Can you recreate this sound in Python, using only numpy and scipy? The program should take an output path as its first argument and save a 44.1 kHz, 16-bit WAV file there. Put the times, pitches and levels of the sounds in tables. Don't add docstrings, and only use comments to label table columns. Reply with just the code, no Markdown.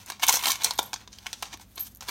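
import sys
import numpy as np
from scipy import signal
from scipy.fft import rfft, irfft
from scipy.io import wavfile

SR = 44100
rng = np.random.default_rng(int(sys.argv[2]) if len(sys.argv) > 2 else 0)


def materialize(psi):
    bounded = np.clip(np.atleast_2d(psi).T, -1, 1)
    quanta = np.round(bounded * 32767).astype(np.int16)
    wavfile.write(sys.argv[1], SR, quanta)


N = 92610


def amp(db):
    return 10 ** (np.asarray(db) / 20)


def unit_rms(x):
    return x / np.sqrt(np.mean(x ** 2) + 1e-20)


def curve_at(points, hz):
    freqs, values = np.transpose(points)
    return np.interp(np.log(hz + 1), np.log(freqs + 1), values)


def add(mix, start_s, sound):
    part = mix[max(round(start_s * SR), 0):][:len(sound)]
    part += sound[:len(part)]


def equalise(x, points, size=1024):
    log_gain = np.log(amp(curve_at(points, abs(np.fft.fftfreq(size, 1 / SR)))))
    impulse = np.fft.ifft(np.exp(np.conj(signal.hilbert(log_gain)))).real
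    return signal.fftconvolve(x, impulse[:size // 2])


def low_cut(x, hz):
    return signal.sosfilt(signal.butter(4, hz, "highpass", fs=SR, output="sos"), x)


def flat_noise(size):
    return unit_rms(irfft(np.exp(2j * np.pi * rng.random(size // 2 + 1))))


def ring(modes, detune=1):
    t = np.arange(SR // 3) / SR
    return sum(amp(db - 60 * t / t60) * np.sin(2 * np.pi * hz * detune * t) for hz, db, t60 in modes)


def contact_tone(x, lows, mids, top, resonance_hz=None):
    bands_hz = [900, 2500, 6000, 13000]
    if resonance_hz is not None:
        b, a = signal.iirpeak(resonance_hz, Q=4, fs=SR)
        x = (x + amp(1) * signal.lfilter(b, a, x)) / np.sqrt(2)
    return equalise(x, list(zip(bands_hz, [lows, mids, 0, top])), size=256)


def swarms(rows, grains_per_s, spread_db, grain_decay_s=0.00066, fuzz=0.44, size=16384):
    out = np.zeros(N + size)
    t = (np.arange(size) - size // 2) / SR
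    power_decay = np.exp(-2 / (grain_decay_s * SR))
    for crest_s, db, rise, fall, *tone in rows:
        onsets = rng.random(size) < grains_per_s / SR
        hits = onsets * amp(spread_db * np.minimum(rng.exponential(1, size), 4))
        clicks = hits * rng.choice([-1, 1], size)
        tails = np.sqrt(signal.lfilter([1], [1, -power_decay], hits ** 2))
        grains = unit_rms(clicks + fuzz * tails * rng.standard_normal(size))
        swell = np.exp(np.minimum(t / rise, -t / fall))
        add(out, crest_s, amp(db) * contact_tone(grains * swell, *tone))
    return out[size // 2:][:N]


def strikes(rows):
    out = np.zeros(N)
    for start_s, db, decay, *tone in rows:
        chatter = np.concatenate([flat_noise(64) for _ in range(24)])
        chatter[0] = 3.2
        t = np.arange(len(chatter)) / SR
        add(out, start_s, amp(db) * contact_tone(chatter * np.exp(-t / decay), *tone))
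    return out


def room_tone(air_db=-57.5):
    # (frequency [Hz], relative level [dB])
    air_curve = [(20, -33.5), (35, -11), (56, 7.5), (72, 0.5), (130, -4.5), (250, -4), (400, -14.5),
                 (1000, -21), (4000, -28), (9000, -35.5), (15500, -29)]
    # (frequency [Hz], rms level [dB])
    hum_tones = [(55.5, -67.5), (100, -63.5), (200, -67.5)]
    t = np.arange(N) / SR
    air_gain = amp(curve_at(air_curve, np.fft.rfftfreq(N, 1 / SR)))
    air = irfft(rfft(rng.standard_normal(N)) * air_gain, N)
    hum = sum(amp(db) * np.sqrt(2) * np.sin(2 * np.pi * (hz * t + rng.random())) for hz, db in hum_tones)
    return amp(air_db) * unit_rms(air) + hum


def finger_rubs():
    # (crest time [s], level [dB], rise [s], fall [s], lows [dB], mids [dB], top [dB])
    strokes = [(.025, -51.5, 0.15, 0.015, 2.5, 3.5, -0.5), (.088, -44, 0.018, 0.027, 5, 4, -0.5),
               (.112, -47.5, 0.0044, 0.049, -3, 2, -12), (.83, -51.5, 0.035, 0.094, 6, 4, 6.5),
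               (1.012, -51, 0.015, 0.023, 7, 6, -8), (1.128, -41.5, 0.0054, 0.026, -13, -6.5, -18),
               (1.29, -51, 0.11, 0.074, 1.5, 1.5, -3), (1.385, -52, 0.073, 0.097, -21, -11, -5),
               (1.458, -41.5, 0.034, 0.023, -0.5, -1.5, -13), (1.535, -42, 0.016, 0.013, 3, 5, -9),
               (1.618, -44, 0.011, 0.011, -0.5, -2, -2), (1.72, -65.5, 0.047, 0.027, -12, 3, 11),
               (1.92, -60.5, .02, 0.01, -28, -7, 11), (1.805, -43, 0.025, 0.029, -5, -4, -3),
               (1.872, -44, 0.024, 0.0077, -4.5, -3, 6.5), (2.025, -45.5, 0.0033, 0.034, 4.5, 2.5, -1),
               (2.072, -48.5, 0.0095, 0.025, 2, 5, -1)]
    return swarms(strokes, grains_per_s=7000, spread_db=4)


def earring_clinks():
    # (time [s], level [dB], decay [s], lows [dB], mids [dB], top [dB], resonance [Hz])
    clinks = [(.0615, -36, 0.0019, -5, -18, 4, 7200), (.101, -26.5, 0.0036, 7.5, 5, 2, 6100),
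              (.1205, -29, 0.0023, 0.5, 4.5, -7, 3740), (.1962, -41, 0.009, 8.5, 6.5, -1, 6000),
              (.2675, -18, 0.0011, -20, -9.5, 8, 3170), (.2843, -6.5, 0.0011, -29, -16, 2, 6430),
              (.2945, -7.5, 0.0018, -29, -0.5, -4, 6250), (.3262, -14, .0015, -16, -5, 4, 6200),
              (.3392, -11.5, 0.0011, 5.5, -17, -17, 6000), (.356, -12.5, 0.002, -14, -25, -3, 6200),
              (.4255, -26.5, 0.0071, 1, -2, 1, 1130), (.457, -14, 0.00061, 6, 6.5, -2, 4250),
              (.4797, -11.5, 0.00075, -12, 0, -4, 3100), (.4838, -16.5, 0.002, -33, 6, -2, 4260),
              (.497, -21, 0.0031, 6.5, -4, -5, 1050), (.5112, -18.5, .001, -2, 1, 9, 5780),
              (.518, -10, 0.0014, -11.5, -5, -0.5, 3160), (.557, -20, 0.0007, -7, 0.5, -3.5, 3420),
              (.6195, -24.5, 0.00088, -16, 6, -9, 4110), (.6355, -21, 0.0013, -16, 0, 2, 6000),
              (.6455, -2, 0.00084, -10, -13, -5, 3970), (.669, -26.5, 0.0038, 1.5, -1, -15, 3550),
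              (.7088, -14.5, 0.0013, 1.5, -5, -5, 4000), (.737, -34, .0012, -15, 3, 4, 13800),
              (.778, -31.5, .003, -5, -4, 6, 3790), (.829, -33, 0.0016, 7, -15, 11, 8520)]
    return strikes(clinks)


def earring_ring(blows, piece_s=.02, tuning_spread=.07):
    # (frequency [Hz], gain [dB], t60 [s])
    metal_modes = [(1060, -58.5, 0.099), (1162, -39, 0.035), (2280, -40.5, 0.088), (4415, -36, 0.027),
                   (6400, -61, 0.069), (6960, -55, 0.054)]
    piece = np.arange(N) // round(piece_s * SR)
    out = np.zeros(N)
    for k in np.unique(piece):
        detune = 1 + tuning_spread * rng.uniform(-0.95, 1)
        add(out, k * piece_s, signal.fftconvolve(blows[piece == k], ring(metal_modes, detune)))
    return out


def heap_surges():
    # (crest time [s], level [dB], rise [s], fall [s],
    #          lows [dB], mids [dB], top [dB], resonance [Hz])
    surges = [(.2355, -15.5, 0.0057, 0.0078, -0.5, 3.5, 3, 3030),
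              (.279, -21, 0.0026, 0.013, -8, 3, -0.5, 3160),
              (.294, -13, 0.0082, 0.0085, 0.5, -0.5, 4, 1015),
              (.330, -19.5, 0.0082, 0.0073, -12, 2, -2, 11600),
              (.340, -22, 0.0012, 0.011, 0.5, 3.5, 9.5, 6300), (.359, -20, 0.003, 0.012, -4, 1.5, 4, 6160),
              (.371, -20, 0.0029, 0.0018, 0, -10, -4, 6370),
              (.392, -35.5, 0.0053, 0.042, -4, 10.5, 5, 1070),
              (.437, -24.5, 0.0011, 0.014, 2, 6.5, 4.5, 3030),
              (.4578, -16, 0.0008, 0.0017, 1, 3.5, 2, 4120), (.470, -20.5, 0.0032, 0.0062, 4.5, 1, 5, 1040),
              (.484, -22, 0.0018, 0.01, -2, -5, 4, 12300), (.504, -18.5, 0.0018, 0.0051, -6, 1.5, 4, 5450),
              (.524, -25.5, 0.0026, 0.022, -8.5, 2.5, -2, 1050),
              (.620, -37, 0.018, 0.022, 7, 5.5, 0.5, 4020),
              (.647, -9.5, 0.0035, 0.0041, -13, -14.5, -2, 3770),
              (.658, -31.5, 0.0057, 0.026, 6, 8.5, 3, 6900), (.716, -41, 0.0067, 0.026, 2.5, 6.5, -4, 1030),
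              (1.781, -37, 0.0057, 0.0046, 8.5, 8, 2, 4040),
              (2.088, -32.5, 0.0055, 0.042, 8.5, 8.5, 4, 5170)]
    return swarms(surges, grains_per_s=6000, spread_db=4.5)


def wall_bumps():
    # (time [s], frequency [Hz], level [dB], t60 [s])
    bumps = [(0.231, 1067, -19, 0.056), (0.235, 2280, -18.5, 0.029), (.2895, 883, -16, 0.021),
             (.933, 970, -30, 0.013), (1.4255, 814, -22, 0.015), (1.541, 350, -35, 0.011)]
    out = np.zeros(N)
    for start_s, hz, db, t60 in bumps:
        add(out, start_s, low_cut(ring([(hz, db, t60)]), hz / np.sqrt(2)))
    return out


def bead_jingles(beads=3, rebound_s=.006, tuning_spread=.008):
    # (time [s], level [dB])
    shakes = [(.753, -40), (.832, -40), (.839, -41), (0.857, -34), (1.758, -36), (1.793, -24), (1.801, -23),
              (1.806, -20.5), (1.812, -41), (1.8224, -26), (1.83, -30), (1.848, -50)]
    # (frequency [Hz], level [dB], t60 [s])
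    bead_modes = [(11600, -10, .006), (12280, -8, 0.03), (12430, -6, 0.04), (12650, -8, 0.03),
                  (13100, -6.5, 0.015), (14400, -7, .006)]
    out = np.zeros(N)
    for shake_s, db in shakes:
        for mode in bead_modes * beads:
            start_s = shake_s + rebound_s * rng.random()
            detune = 1 + tuning_spread * rng.standard_normal()
            add(out, start_s, amp(db) / np.sqrt(beads) * ring([mode], detune))
    return out


def nail_taps():
    # (time [s], level [dB], decay [s], lows [dB], mids [dB], top [dB], resonance [Hz])
    taps = [(.7872, -12.5, 0.0047, -9, -21, -27, 3600), (.7903, -19, 0.0025, -39, 4, 7, 3440),
            (.9317, -24, 0.0027, 6.5, 9, -6, 5600), (.940, -16, 0.0017, -3, -7.5, -11.5, 5500),
            (.9605, -32.5, 0.0015, 1, 8.5, -15, 5500), (1.0757, -35.5, 0.0038, 5, -4, -19, 3600),
            (1.1863, -36.5, 0.0014, -11, 7.5, -3, 4100), (1.260, -36, 0.007, 8.5, 1, -10, 2330),
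            (1.2668, -25.5, 0.0028, -2.5, 9, -5.5, 2170), (1.330, -20, 0.0027, -6, -4, -10, 3620),
            (1.338, -37, 0.0041, 2, 5, -14, 3600), (1.4245, -27.5, 0.0051, -10, 4, 2.5, 4400),
            (1.4288, -23.5, 0.0026, 3.5, 6.5, -13, 1020), (1.5295, -36.5, 0.0054, -6, 4.5, -7, 2110),
            (1.5395, -36.5, 0.0039, 6.5, 8, -2, 5600), (1.5735, -41.5, 0.0011, -5.5, 6, 0, 12400),
            (1.5975, -46.5, 0.0031, 12, 3.5, -1.5, 4200), (1.7578, -38.5, 0.0014, -15, -15, 8, 12150),
            (1.949, -43, 0.00055, -21, -6, 12, 13250), (1.959, -43.5, 0.00063, -14, -6, 8.5, 12300),
            (1.9716, -46.5, 0.0011, -30, -3, 11, 13100), (2.008, -35.5, 0.0048, 8.5, 5, 1.5, 6200),
            (2.0228, -39.5, 0.0017, 12, 9, -1, 2760)]
    return strikes(taps)


def tub_knock(start_s=.7905, gain_db=-17):
    # (frequency [Hz], level [dB], t60 [s])
    tub_modes = [(378, -24, 0.0066), (550, -21, 0.098), (830, -7, 0.018), (930, 5, 0.011),
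                 (1410, -4, 0.024), (1970, -17.5, 0.031), (2330, -9, 0.015), (3600, 0, 0.016)]
    out = np.zeros(N)
    add(out, start_s, amp(gain_db) * low_cut(ring(tub_modes), hz=324))
    return out


def echo_pattern(early_db=-6, early_decay_s=0.0043, tail_db=-13.5, size=16384):
    # (frequency [Hz], t60 [s])
    decay_times = [(300, 0.33), (1000, 0.33), (4000, 0.27), (13000, 0.22)]
    t = np.arange(size) / SR
    early = flat_noise(size) * np.exp(-t / early_decay_s) * (t > .001)
    hz, frame_s, spectra = signal.stft(flat_noise(size) * (t > .005), SR, nperseg=256)
    fade = amp(-60 * frame_s / curve_at(decay_times, hz)[:, None])
    tail = signal.istft(spectra * fade, SR, nperseg=256)[1][:size]
    return amp(early_db) * early / np.linalg.norm(early) + amp(tail_db) * tail / np.linalg.norm(tail)


def room_reverb(x, patterns=4, crossfade_hz=3):
    phase = 2 * np.pi * crossfade_hz * np.arange(N) / SR
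    sends = (np.maximum(np.cos(phase + 2 * np.pi * k / patterns), 0) for k in range(patterns))
    return sum(signal.fftconvolve(x * send, echo_pattern())[:N] for send in sends)


def scene():
    # (frequency [Hz], gain [dB])
    contact_eq = [(60, -28.5), (250, -8), (520, -4), (800, 2.5), (1080, 5.5), (1330, 2.5), (1900, 0),
                  (3600, 4), (5000, 2.5), (6200, 5), (7900, -1), (8700, 1.5), (10200, -5.5), (12000, -1),
                  (15800, -7)]
    metal = heap_surges() + earring_clinks()
    plastic = finger_rubs() + nail_taps()
    contacts = equalise(metal + plastic + earring_ring(metal), contact_eq)[:N]
    close = contacts + wall_bumps() + bead_jingles() + tub_knock()
    return (close + room_reverb(close) + room_tone())[None]


def record(dry, ceiling=.85, cutoff_hz=16000):
    low_pass = signal.firwin(511, cutoff_hz, window=("kaiser", 9), fs=SR)[None]
    filtered = signal.oaconvolve(dry, low_pass, "same")
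    rounded = filtered / (1 + (filtered / ceiling) ** 4) ** .25
    return signal.oaconvolve(rounded, low_pass, "same")


dry = scene()
out = record(dry)
materialize(out)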